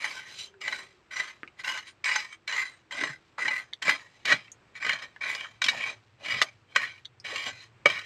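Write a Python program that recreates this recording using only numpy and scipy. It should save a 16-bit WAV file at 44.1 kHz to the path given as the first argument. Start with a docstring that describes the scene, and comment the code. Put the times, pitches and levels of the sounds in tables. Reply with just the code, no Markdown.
"""Digging at a rock wall

A long hooked steel blade digs in gritty soil, close by. Each stroke drags grit over the steel, which
rings briefly, and shoves earth aside; the edge strikes stones, dry twigs snap and crumbs trickle back.
The rock hollow answers quickly over quiet outdoor air."""
import sys
import numpy as np
from scipy import signal
from scipy.fft import rfft, irfft, next_fast_len
from scipy.io import wavfile
from scipy.ndimage import uniform_filter1d, map_coordinates

SR = 44100
rng = np.random.default_rng(int(sys.argv[2]) if len(sys.argv) > 2 else 0)


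def materialize(psi):
    """Save the field psi as 16-bit PCM at rate SR to the path in sys.argv[1].

    A 1-D psi becomes a single channel; in a 2-D psi each row is a channel.
    """
    bounded = np.clip(np.atleast_2d(psi).T, -1, 1)
    quanta = np.round(bounded * 32767).astype(np.int16)
    wavfile.write(sys.argv[1], SR, quanta)


N = 355005
TIME_S, HIT_S = np.arange(N) / SR, np.arange(5120) / SR
FFT_SIZE, TOP_HZ = next_fast_len(N + SR // 2), 15000
TURN_S = 4.2  # blade turns from tip to flat side
BITE_S = .004  # half the time the edge takes to enter the soil


# Strokes: bite t/s, hardest t/s, let-go t/s, scrape at hardest/dB, bite and let-go re hardest/dB,
# fade/(dB/s), free ring, grit and earth re scrape/dB, favoured f/Hz, clod f/Hz
DIG_STROKES = [(0, 0.046, 0.19, -36, -10, -8, 170, -2, -1, -17.5, 2410, 598),
               (0.607, 0.702, .8, -40, -5.5, -4, 198, -1, -1, -15, 1960, 599),
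               (1.109, 1.204, 1.301, -34, -11, -10.5, 281, -12, -4, -20, 1900, 674),
               (1.634, 1.69, 1.773, -31.5, -10, -4, 309, -10, -6, -23.5, 1610, 648),
               (2.042, 2.08, 2.203, -31, -2, -3.5, 233, 0.5, -3.5, -23, 2250, 699),
               (2.474, 2.554, 2.626, -34.5, -4, -4.5, 174, -14, -3, -21, 1997, 570),
               (2.91, 3.03, 3.115, -33, -8, -9.5, 395, -19, -4, -14, 1600, 320),
               (3.381, 3.48, 3.62, -35, 1, -13, 266, -27, -7, -15, 1600, 280),
               (3.819, 3.895, 3.937, -22, -17, -14, 208, -7, -6, -17.5, 1937, 259.3),
               (4.251, 4.327, 4.355, -23, -13, -15.5, 261.5, -7.5, -4.5, -15.5, 1960, 260.2),
               (4.801, 4.89, 5.013, -31.5, -12, -12.5, 207, -10, -6.5, -17, 1956, 260),
               (5.208, 5.25, 5.414, -37, -1.5, -3, 171, -8, -4.5, -16, 2290, 596),
               (5.614, 5.739, 5.9, -41, -2.5, 3, 375, -13, -.5, -11, 1200, 202.6),
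               (6.237, 6.323, 6.394, -35.5, -6, -1, 230.5, -11, -3, -14.5, 2296, 188.6),
               (6.75, 6.791, 6.85, -35.5, -4.5, -3, 200, -3, -3, -18, 2300, 595),
               (7.243, 7.329, 7.475, -39.5, -0.5, -3.5, 145, -8, 0, -12.5, 2000, 440),
               (7.855, 7.91, 8, -36, -4, -6.5, 241, -0.5, -1, -15, 2000, 186.6)]
# Grazes between strokes: centre t/s, half-length/s, scrape/dB, free ring, grit and earth re scrape/dB
SURFACE_GRAZES = [(0.305, 0.037, -52, -8, 6, -13), (0.41, 0.053, -53.5, 1, 15, -13),
                  (1.602, 0.016, -43, -12, -1, -23), (1.888, 0.024, -50.5, 4, 4, -30),
                  (2.332, 0.023, -49, 2, -3.5, -38), (4.173, 0.094, -68, 0, 6.5, -4),
                  (4.466, 0.037, -67.5, 3, 5.5, -26), (4.772, .018, -45, 0, -4, -28.5),
                  (5.043, 0.018, -48, -4, -9, -9.5), (6.22, 0.024, -52, -26.5, -2, 0),
                  (6.481, 0.013, -53, 4.5, -7, -8), (6.725, 0.032, -58.5, -14, -4, -6),
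                  (7.48, .02, -44.5, -10, 7, 0), (7.622, 0.038, -57, -6, 6, -19)]

def stroke_gains():
    """Scrape, free ring, grit and earth gains: strokes bite, push and slide out; grazes swell and fade."""
    slide_db, leave_s = 29.5, .035  # fade until the blade is out, then decay time constant
    bite_ring_db, bite_ring_s = 11, .03  # steel rings more freely until the soil grips it
    fade_ratios = np.array([1, .93, .9, .85])[:, None]
    gains = np.zeros((4, N))
    for bite, hardest, let_go, db, bite_db, let_go_db, fade_db_per_s, *shares_db, _, _ in DIG_STROKES:
        near = (TIME_S > bite - BITE_S) & (TIME_S < let_go + .5)
        t = TIME_S[near]
        push_db = db + np.interp(t, [bite, hardest, let_go], [bite_db, 0, let_go_db])
        sliding_s = np.maximum(t - let_go, 0)
        entering = np.clip((t - bite + BITE_S) / (2 * BITE_S), 0, 1) ** 2
        leaving = np.exp(-np.maximum(sliding_s - slide_db / fade_db_per_s, 0) / leave_s)
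        levels_db = push_db + np.array([0, *shares_db])[:, None] - fade_ratios * fade_db_per_s * sliding_s
        levels_db[1] += bite_ring_db * np.exp(-(t - bite) / bite_ring_s)
        gains[:, near] += entering * leaving * amp(levels_db)
    for s, half_s, db, *shares_db in SURFACE_GRAZES:
        near = np.abs(TIME_S - s) < half_s * np.pi
        swell = np.exp(-((TIME_S[near] - s) / half_s) ** 2)
        gains[:, near] += amp(db + np.array([0, *shares_db]))[:, None] * swell
    return gains


def favoured_pitch():
    """Pitch favoured by the part of the edge in the soil, per sample."""
    bites, *_, hz, _ = np.transpose(DIG_STROKES)
    return hz[np.maximum(np.searchsorted(bites - BITE_S, TIME_S) - 1, 0)]


# Blade modes, damped by soil and hand: f/Hz, base width/Hz, tip level/dB, flat-side level/dB
BLADE_MODES = [(857.5, 47, -16.5, -33), (1035, 160, -7, -13), (1110, 100, -12, -5.5), (1515, 100, -2, -2.5),
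               (1656, 64, -8, -9), (1886, 120, 0, 4.5), (1990, 119, 4.5, 1.5), (2133, 53, -5, -24.5),
               (2280, 115, -10.5, 2.5), (2486, 130, -14.5, -4.5), (2910, 46, -16, -12),
               (2900, 87, -14, -28), (3134, 71, -14, -8), (3890, 120, -16.5, -16.5), (3986, 90, -13, -16.5),
               (4160, 36, -19, -16.5), (4950, 60, -22, -31), (5014, 120, -18, -18.5),
               (5840, 84, -23, -26.5), (6232, 70, -19, -23), (6860, 80, -20.5, -26),
               (7410, 120, -23, -27.5), (8230, 120, -27.5, -34.5), (9290, 240, -32.5, -38)]
# Spectra of edge crunch, loose grit and shoved earth: f/Hz, level/dB
CRUNCH_SPECTRUM = [(150, -38), (400, -27.5), (700, -12.5), (1100, 0), (1700, 6), (2400, -0.5), (3200, -12),
                   (6000, -30), (14000, -63.5)]
GRIT_SPECTRUM = [(500, -31.5), (1800, -6.5), (2600, 4), (4000, 2.5), (5500, -3), (7500, -11.5), (9000, -19),
                 (10300, -24.5), (11400, -20.5), (12600, -35), (13600, -29), (15000, -51.5)]
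EARTH_SPECTRUM = [(30, -24.5), (90, -13.5), (200, -4), (330, -7.5), (480, -2), (620, 3), (780, 1),
                  (1300, -17.5), (4000, -60.5)]

def scraping(scrape, free, loose, shove):
    """Grit catches and slips on the edge, ringing the steel; soil crumbles ahead of it."""
    free_hz, favour_db, favour_oct = 2259, 2, .13
    slips = unit(amp(1.94 * wobble(120)))
    force = slips * grains(per_s=1400, spread_db=4.5)
    low, high = np.zeros((2, N))
    turned, favoured_hz = TIME_S > TURN_S, favoured_pitch()
    for k, (hz, width_hz, tip_db, side_db) in enumerate(BLADE_MODES):
        octaves = np.log2(hz / favoured_hz)
        distance_oct = np.minimum(np.abs(octaves), np.abs(octaves - 1))
        lift_db = favour_db * np.exp(-(distance_oct / favour_oct) ** 2)
        travel_db = 4.94 * wobble(12)  # contact point moves along the edge
        strength = amp(np.where(turned, side_db, tip_db) + lift_db + travel_db)
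        band = low if hz < 2700 else high
        band += (-1) ** k * strength * ring(force, [(hz, width_hz * .8, 0)])
    steel = amp(3) * unit(low + amp(-17) * high) + amp(-5.5) * unit(coloured(force, CRUNCH_SPECTRUM))
    singing = amp(-3) * unit(ring(ring(force, [(free_hz, 40, 0)]), [(free_hz, 600, 0)]))
    fine = amp(5.5) * slips * grains(per_s=7600, spread_db=5)
    coarse = amp(-.5) * grains(per_s=260, spread_db=4)
    crackle = unit(coloured(amp(-12.5) * force + fine + coarse, GRIT_SPECTRUM))
    clinks = amp(4) * unit(high)
    grit = amp(-6.5) * (crackle + clinks)
    earth = unit(coloured(slips * grains(per_s=900, spread_db=2.5), EARTH_SPECTRUM))
    return scrape * steel + free * singing + loose * grit + shove * earth


# Stone strikes: t/s, nominal peak/dB, knock/dB, sharpness/dB, low ring f/Hz, high ring f/Hz, contact t60/s
STONE_STRIKES = [(.044, -15.5, -47, -25, 2280, 2960, 0.03), (.616, -28, -33, -12, 2295, 2880, 0.032),
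                 (.68, -17, -31, -12.5, 1890, 2970, 0.033), (.726, -18, -50, -25, 1920, 3860, 0.037),
                 (1.168, -23.5, -47, -15, 1930, 4000, 0.043), (1.198, -20, -44, -13, 1850, 3930, .065),
                 (1.645, -22, -44, -13.5, 1975, 2750, .04), (1.678, -19.5, -47, -12.5, 1930, 2880, 0.034),
                 (2.044, -19, -39, -6, 2300, 5120, 0.013), (2.09, -17, -41, -16, 1875, 2920, .04),
                 (2.16, -13, -43, -14, 1950, 6236, 0.025), (2.478, -21, -45, -11, 2280, 4110, 0.04),
                 (2.526, -19.5, -42, -13, 2040, 2900, 0.024), (2.911, -26.5, -42, -15, 1960, 3150, .025),
                 (3.036, -14.5, -25, -18, 1926, 3800, 0.035), (3.456, -16, -35, -27, 1880, 3090, 0.022),
                 (3.48, -15.5, -50, -20.5, 2290, 3040, .041), (3.825, -21.5, -37, -7, 1960, 3130, .028),
                 (3.881, -14, -20, -15, 2300, 3410, 0.025), (3.893, -6.5, -34, -21, 1952, 3020, 0.044),
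                 (4.255, -16.5, -39, -7, 1970, 3100, .028), (4.283, -15, -25.5, -19.5, 1830, 3120, .033),
                 (4.316, -8, -31, -24, 1936, 3430, .05), (4.324, -7.5, -21.5, -14, 1960, 3952, .03),
                 (4.754, -34, -45, -18, 2280, 3120, .025), (4.827, -20.5, -38, -20, 2470, 3120, .025),
                 (4.848, -18, -26, -21, 2030, 2980, 0.036), (4.866, -18.5, -22, -14, 1950, 4021, 0.036),
                 (4.895, -10.5, -32, -17.5, 2114, 2940, .014), (4.932, -18, -26, -11.5, 2350, 4100, 0.047),
                 (5.024, -31, -28, -10, 2000, 5100, 0.04), (5.35, -22.5, -23, -5, 2350, 5020, 0.02),
                 (5.619, -11.5, -59, -10, 2310, 3846, 0.041), (5.641, -13, -50, -2.5, 2110, 3310, 0.049),
                 (5.664, -17.5, -37, -9, 2285, 3070, 0.031), (5.685, -7.5, -46, -11.5, 2280, 3800, 0.074),
                 (6.417, -4.5, -21.5, -11.5, 1974, 3587, .014), (6.422, -11.5, -24, 10, 2280, 4600, .034),
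                 (6.762, -4.5, -31, -16, 1920, 3140, .018), (7.36, -18.5, -46, -8.5, 2215, 2760, 0.022),
                 (7.858, -1.5, -21, -18, 2280, 2893, 0.041), (7.901, -15, -29, -17, 2340, 3140, .04),
                 (7.992, -27.5, -40, -10.5, 1990, 3900, .031)]
# Ground knock spectrum: f/Hz, level/dB
KNOCK_SPECTRUM = [(40, -40.5), (120, -20.5), (200, -6), (300, -18), (450, -3.5), (600, 0.5), (800, -17),
                  (1150, 6), (1600, -10), (3000, -22), (9000, -62)]

def stones(strikes):
    """Each stone rings the blade at new strengths, cracks, thuds in the ground and bends the blade."""
    width_ratio, rise_per_t60, crest_db = .72, .08, 8
    track = np.zeros(N)
    for s, peak_db, knock_db, sharp_db, low_hz, high_hz, t60_s in strikes:
        contact = burst(rise_s=.0011, t60_s=t60_s)
        held = [(hz, width, tip if s < TURN_S else side) for hz, width, tip, side in BLADE_MODES]
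        favoured = [(low_hz, 70, 3), (high_hz, 55, sharp_db + 11.5)]  # set by the contact point
        hz, width_hz, mode_db = np.transpose(held + favoured)[:, :, None]
        strength = amp(mode_db + rng.normal(0, 4.5, hz.shape))
        decay = np.exp(-np.pi * width_hz * width_ratio * HIT_S)
        phase = 2 * np.pi * hz * HIT_S + rng.uniform(0, 2 * np.pi, hz.shape)
        swell = 1 - np.exp(-HIT_S / (rise_per_t60 * t60_s))
        steel = unit((strength * decay * np.sin(phase)).sum(0) * swell)
        crunch = amp(-12.5) * unit(coloured(contact, CRUNCH_SPECTRUM))
        crack = amp(sharp_db + 4.5) * unit(coloured(contact, GRIT_SPECTRUM))
        thud = unit(coloured(burst(rise_s=.0015, t60_s=.021), KNOCK_SPECTRUM))
        bend = amp(-11.5) * unit(ring(burst(rise_s=.00078, t60_s=.017), [(635, 58, 0)]))
        knock = amp(knock_db + 12) * (thud + bend)
        add(track, s - .0015, steel + crunch + crack + knock, peak_db - crest_db, window=400)
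    return track


def pebbles(scrape):
    """Small stones strike the edge at random, louder the harder the blade pushes."""
    per_s, firm_push_db, firm_peak_db, growth = 20, -32, -23.5, 1.25
    knock_db, sharp_db, t60_s = -34, -13.5, .032
    level_db = firm_peak_db + growth * (20 * np.log10(scrape + 1e-9) - firm_push_db)
    strikes = []
    for when, size, low, high in rng.random((int(per_s * N / SR), 4)):
        peak_db = level_db[int(when * N)] + 4.5 * (2 * size - 1)
        low_hz, high_hz = 2066 * 2 ** (.45 * (low - .5)), 3720 * 2 ** (.8 * (high - .5))
        strikes.append((when * N / SR, peak_db, knock_db, sharp_db, low_hz, high_hz, t60_s))
    return stones(strikes)


def clods(shove):
    """Packed earth gives way at the hardest push: a dull crunch, lower as the soil gets deeper."""
    half_s, fall_oct_per_s = .07, 7
    track = np.zeros(N)
    for _, hardest, *_, hz in DIG_STROKES:
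        near = np.abs(TIME_S - hardest) < 2 * half_s
        t = TIME_S[near] - hardest
        swell = np.exp(-(t / half_s) ** 4 / 2)
        track[near] += swell * noise_band(hz * 2 ** (-fall_oct_per_s * t), width_ratio=1.1)
    return amp(-4) * shove * track


# Lumps knocked over: t/s, peak/dB, f/Hz, t60/s
EARTH_LUMPS = [(3.01, -32.5, 332, .14), (3.095, -42, 150, .09), (3.382, -23.5, 1140, 0.064),
               (4.33, -33, 165, .08), (5.445, -33, 1300, 0.095), (5.655, -41.5, 190, .1),
               (5.728, -30, 950, .07), (5.745, -34, 620, 0.038), (6.33, -43, 135, .14),
               (6.418, -28, 616, .05), (7.322, -35, 520.3, 0.12), (7.857, -16, 570, 0.041),
               (7.859, -32, 195, .08)]

def lumps():
    """Lumps of packed earth knock dully, with one broad resonance."""
    track = np.zeros(N)
    for s, db, hz, t60_s in EARTH_LUMPS:
        body = [(hz, hz * .51, 0)]
        contact = burst(rise_s=.0015, t60_s=t60_s)
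        add(track, s - .001, ring(ring(contact, body), body), db)
    return track


# Dry twigs: t/s, peak/dB, f/Hz
TWIG_SNAPS = [(0.5412, -46, 1500), (1.477, -33, 2330), (3.7297, -35, 1940), (3.7345, -21, 3580),
              (4.481, -40.5, 2230), (4.5181, -32.5, 6600), (5.1627, -34, 1720), (6.98, -42.5, 2430),
              (7.0495, -39, 3300), (7.055, -26, 3600), (7.2004, -37, 4990)]
# Taps on thicker wood: t/s, peak/dB
WOOD_TAPS = [(1.433, -22)]
# Tap spectrum: f/Hz, level/dB
WOOD_SPECTRUM = [(50, -43), (200, -4), (370, 0), (650, -17), (900, -16), (1300, 0), (1900, 2.5),
                 (2900, -10.5), (4500, -30), (12000, -55)]

def twigs():
    """Thin sticks break with a click and a short pitched rattle; thicker wood gives a tap and a thud."""
    track = np.zeros(N)
    click = signal.unit_impulse(len(HIT_S))
    for s, db, hz in TWIG_SNAPS:
        snap = ring(click + amp(-14.5) * burst(rise_s=.0015, t60_s=.022), [(hz, 900, 0)])
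        stick_modes = [(hz * .5, 250, -1), (hz * .84, 200, -9), (hz, 380, 0),
                       (hz * 1.29, 300, -7), (hz * 1.67, 500, -9)]
        add(track, s - .0005, ring(snap, stick_modes), db)
    for s, db in WOOD_TAPS:
        add(track, s - .0003, coloured(click, WOOD_SPECTRUM), db)
    return track


# Treble crackle spectrum: f/Hz, level/dB
TREBLE_CRACKLE_SPECTRUM = [(4000, -25), (8000, -6), (10500, 0), (12000, -2), (13000, -8), (15000, -18)]

def treble_crackle(loose):
    """Faint high crackle follows the grit and fades steadily over time."""
    loss_db_per_s = 3.5
    level_db = -26 - loss_db_per_s * TIME_S + 3 * wobble(60)
    crackle = unit(coloured(grains(per_s=900, spread_db=5), TREBLE_CRACKLE_SPECTRUM))
    return loose * amp(level_db) * crackle


def crumbs():
    """Loose soil trickles back softly after each stroke and settles."""
    lag_s, settle_s = .14, .1
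    distances_s = [np.where(TIME_S > bite, np.abs(TIME_S - let_go - lag_s), np.inf)
                   for bite, _, let_go, *_ in DIG_STROKES]
    gain = amp(-70 + 3 * wobble(3.9)) * np.exp(-np.min(distances_s, axis=0) / settle_s)
    return gain * unit(coloured(grains(per_s=600, spread_db=3), GRIT_SPECTRUM))


# Decay of the rock hollow: f/Hz, t60/s
HOLLOW_DECAY = [(150, 0.13), (1000, 0.1), (4000, 0.044), (12000, 0.091)]

def hollow(x):
    """Dense, quick reflections from the rock around the hole."""
    hz, t, noise = signal.stft(rng.standard_normal(SR // 4), SR, nperseg=128)
    decay = amp(-60 * t / along(HOLLOW_DECAY, hz)[:, None])
    tail = signal.istft(noise * decay, SR, nperseg=128)[1]
    delayed = np.pad(tail / np.linalg.norm(tail), (SR // 400, 0))
    return signal.fftconvolve(x, delayed)[:N]


# Outdoor air spectrum: f/Hz, level/dB
AIR_SPECTRUM = [(15, -43.5), (25, -18.5), (103, -3), (264, -10.5), (344, -8), (655, -12.5), (879, -12.5),
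                (1060, -11.5), (2560, -15.5), (3010, -20), (6720, -32.5), (7890, -29.5), (9520, -51.5),
                (15000, -47)]
# Far drone: t/s, f/Hz, level/dB
FAR_DRONE = [(0, 417.6, -91), (0.599, 393.4, -60), (1.102, 368, -73.5), (2, 343, -73), (3, 330, -73.5),
             (4, 333, -86)]

def air():
    """Quiet outdoor air, a far drone at first and an uneven low rumble toward the end."""
    hush = amp(-63 + 1.3 * wobble(7)) * unit(coloured(rng.standard_normal(N), AIR_SPECTRUM))
    rumble_db = np.interp(TIME_S, [0, 5.8, 6.5, 8], [-85, -69.5, -63, -62]) + 2.5 * wobble(24)
    rumble = amp(rumble_db) * noise_band(np.full(N, 113), width_ratio=.34)
    s, hz, db = np.transpose(FAR_DRONE)
    drone = amp(np.interp(TIME_S, s, db)) * noise_band(np.interp(TIME_S, s, hz), width_ratio=.12)
    return hush + rumble + drone


def amp(db):
    """Decibels to gain."""
    return 10 ** (np.asarray(db) / 20)


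def unit(x):
    """Scale to rms 1."""
    return x / np.sqrt(np.mean(x ** 2) + 1e-20)


def along(points, hz):
    """Interpolate (f/Hz, value) points on a log axis."""
    f, values = np.transpose(points)
    return np.interp(np.log(hz + 1), np.log(f), values)


def wobble(knots_per_s):
    """Smooth random curve."""
    knots = rng.standard_normal(int(N * knots_per_s / SR) + 4)
    steps = np.arange(len(knots) * 8) / 8
    return np.interp(TIME_S * knots_per_s, steps, map_coordinates(knots, [steps], order=2))


def coloured(x, spectrum):
    """Minimum-phase filter through (f/Hz, level/dB) points."""
    size = FFT_SIZE if len(x) == N else len(x)
    gain = amp(along(spectrum, np.fft.rfftfreq(size, 1 / SR)))
    cepstrum = irfft(np.log(gain), size)
    cepstrum[1:size // 2] *= 2
    cepstrum[size // 2 + 1:] = 0
    return irfft(rfft(x, size) * np.exp(rfft(cepstrum)), size)[:len(x)]


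def ring(x, modes):
    """Drive (f/Hz, width/Hz, level/dB) resonances of alternating sign."""
    return sum((-1) ** k * amp(db) * signal.lfilter(*signal.iirpeak(hz, hz / width_hz, SR), x)
               for k, (hz, width_hz, db) in enumerate(modes))


def grains(per_s, spread_db):
    """Random tiny impacts of uneven size."""
    hits = (rng.random(N) < per_s / SR) * rng.choice([-1, 1], N)
    return unit(hits * amp(spread_db * np.clip(rng.standard_normal(N), -2, 2)))


def burst(rise_s, t60_s):
    """Contact noise: a quick cluster of tiny fractures."""
    return rng.standard_normal(len(HIT_S)) * (1 - np.exp(-HIT_S / rise_s)) * amp(-60 * HIT_S / t60_s)


def noise_band(hz, width_ratio):
    """Noise of rms 1 around a moving frequency."""
    cycles = np.cumsum(hz) / SR
    knots = rng.standard_normal((2, 4096))
    i, q = (map_coordinates(k, [cycles * width_ratio], order=2, mode="wrap") for k in knots)
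    return unit(i * np.cos(2 * np.pi * cycles) + q * np.sin(2 * np.pi * cycles))


def add(track, s, sound, db, window=1):
    """Mix in at time s; db is the highest rms over `window` samples."""
    highest_rms = np.sqrt(uniform_filter1d(sound ** 2, window).max())
    part = track[max(round(s * SR), 0):][:len(sound)]
    part += (amp(db) * sound / highest_rms)[:len(part)]


def scene():
    """Digging, its echo and the air, in mono."""
    scrape, free, loose, shove = stroke_gains()
    digging = scraping(scrape, free, loose, shove) + treble_crackle(loose) + clods(shove)
    digging += lumps() + stones(STONE_STRIKES) + twigs() + crumbs()
    background = air()
    digging += pebbles(scrape)
    return (digging + amp(-7.5) * hollow(digging) + background)[None]


# Treble response: f/Hz, level/dB
TREBLE_RESPONSE = [(8800, -1.5), (10000, -8.5), (11300, -2), (12600, -12), (13500, 0), (14600, -24.5)]

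def record(dry):
    """Colour the treble, round the highest peaks, cut above TOP_HZ."""
    ceiling = .84
    heard = coloured(dry[0], TREBLE_RESPONSE)
    rounded = heard / (1 + np.abs(heard / ceiling) ** 6) ** (1 / 6)
    passband = np.fft.rfftfreq(FFT_SIZE, 1 / SR) < TOP_HZ
    return irfft(rfft(rounded, FFT_SIZE) * passband, FFT_SIZE)[None, :N]


dry = scene()
out = record(dry)
materialize(out)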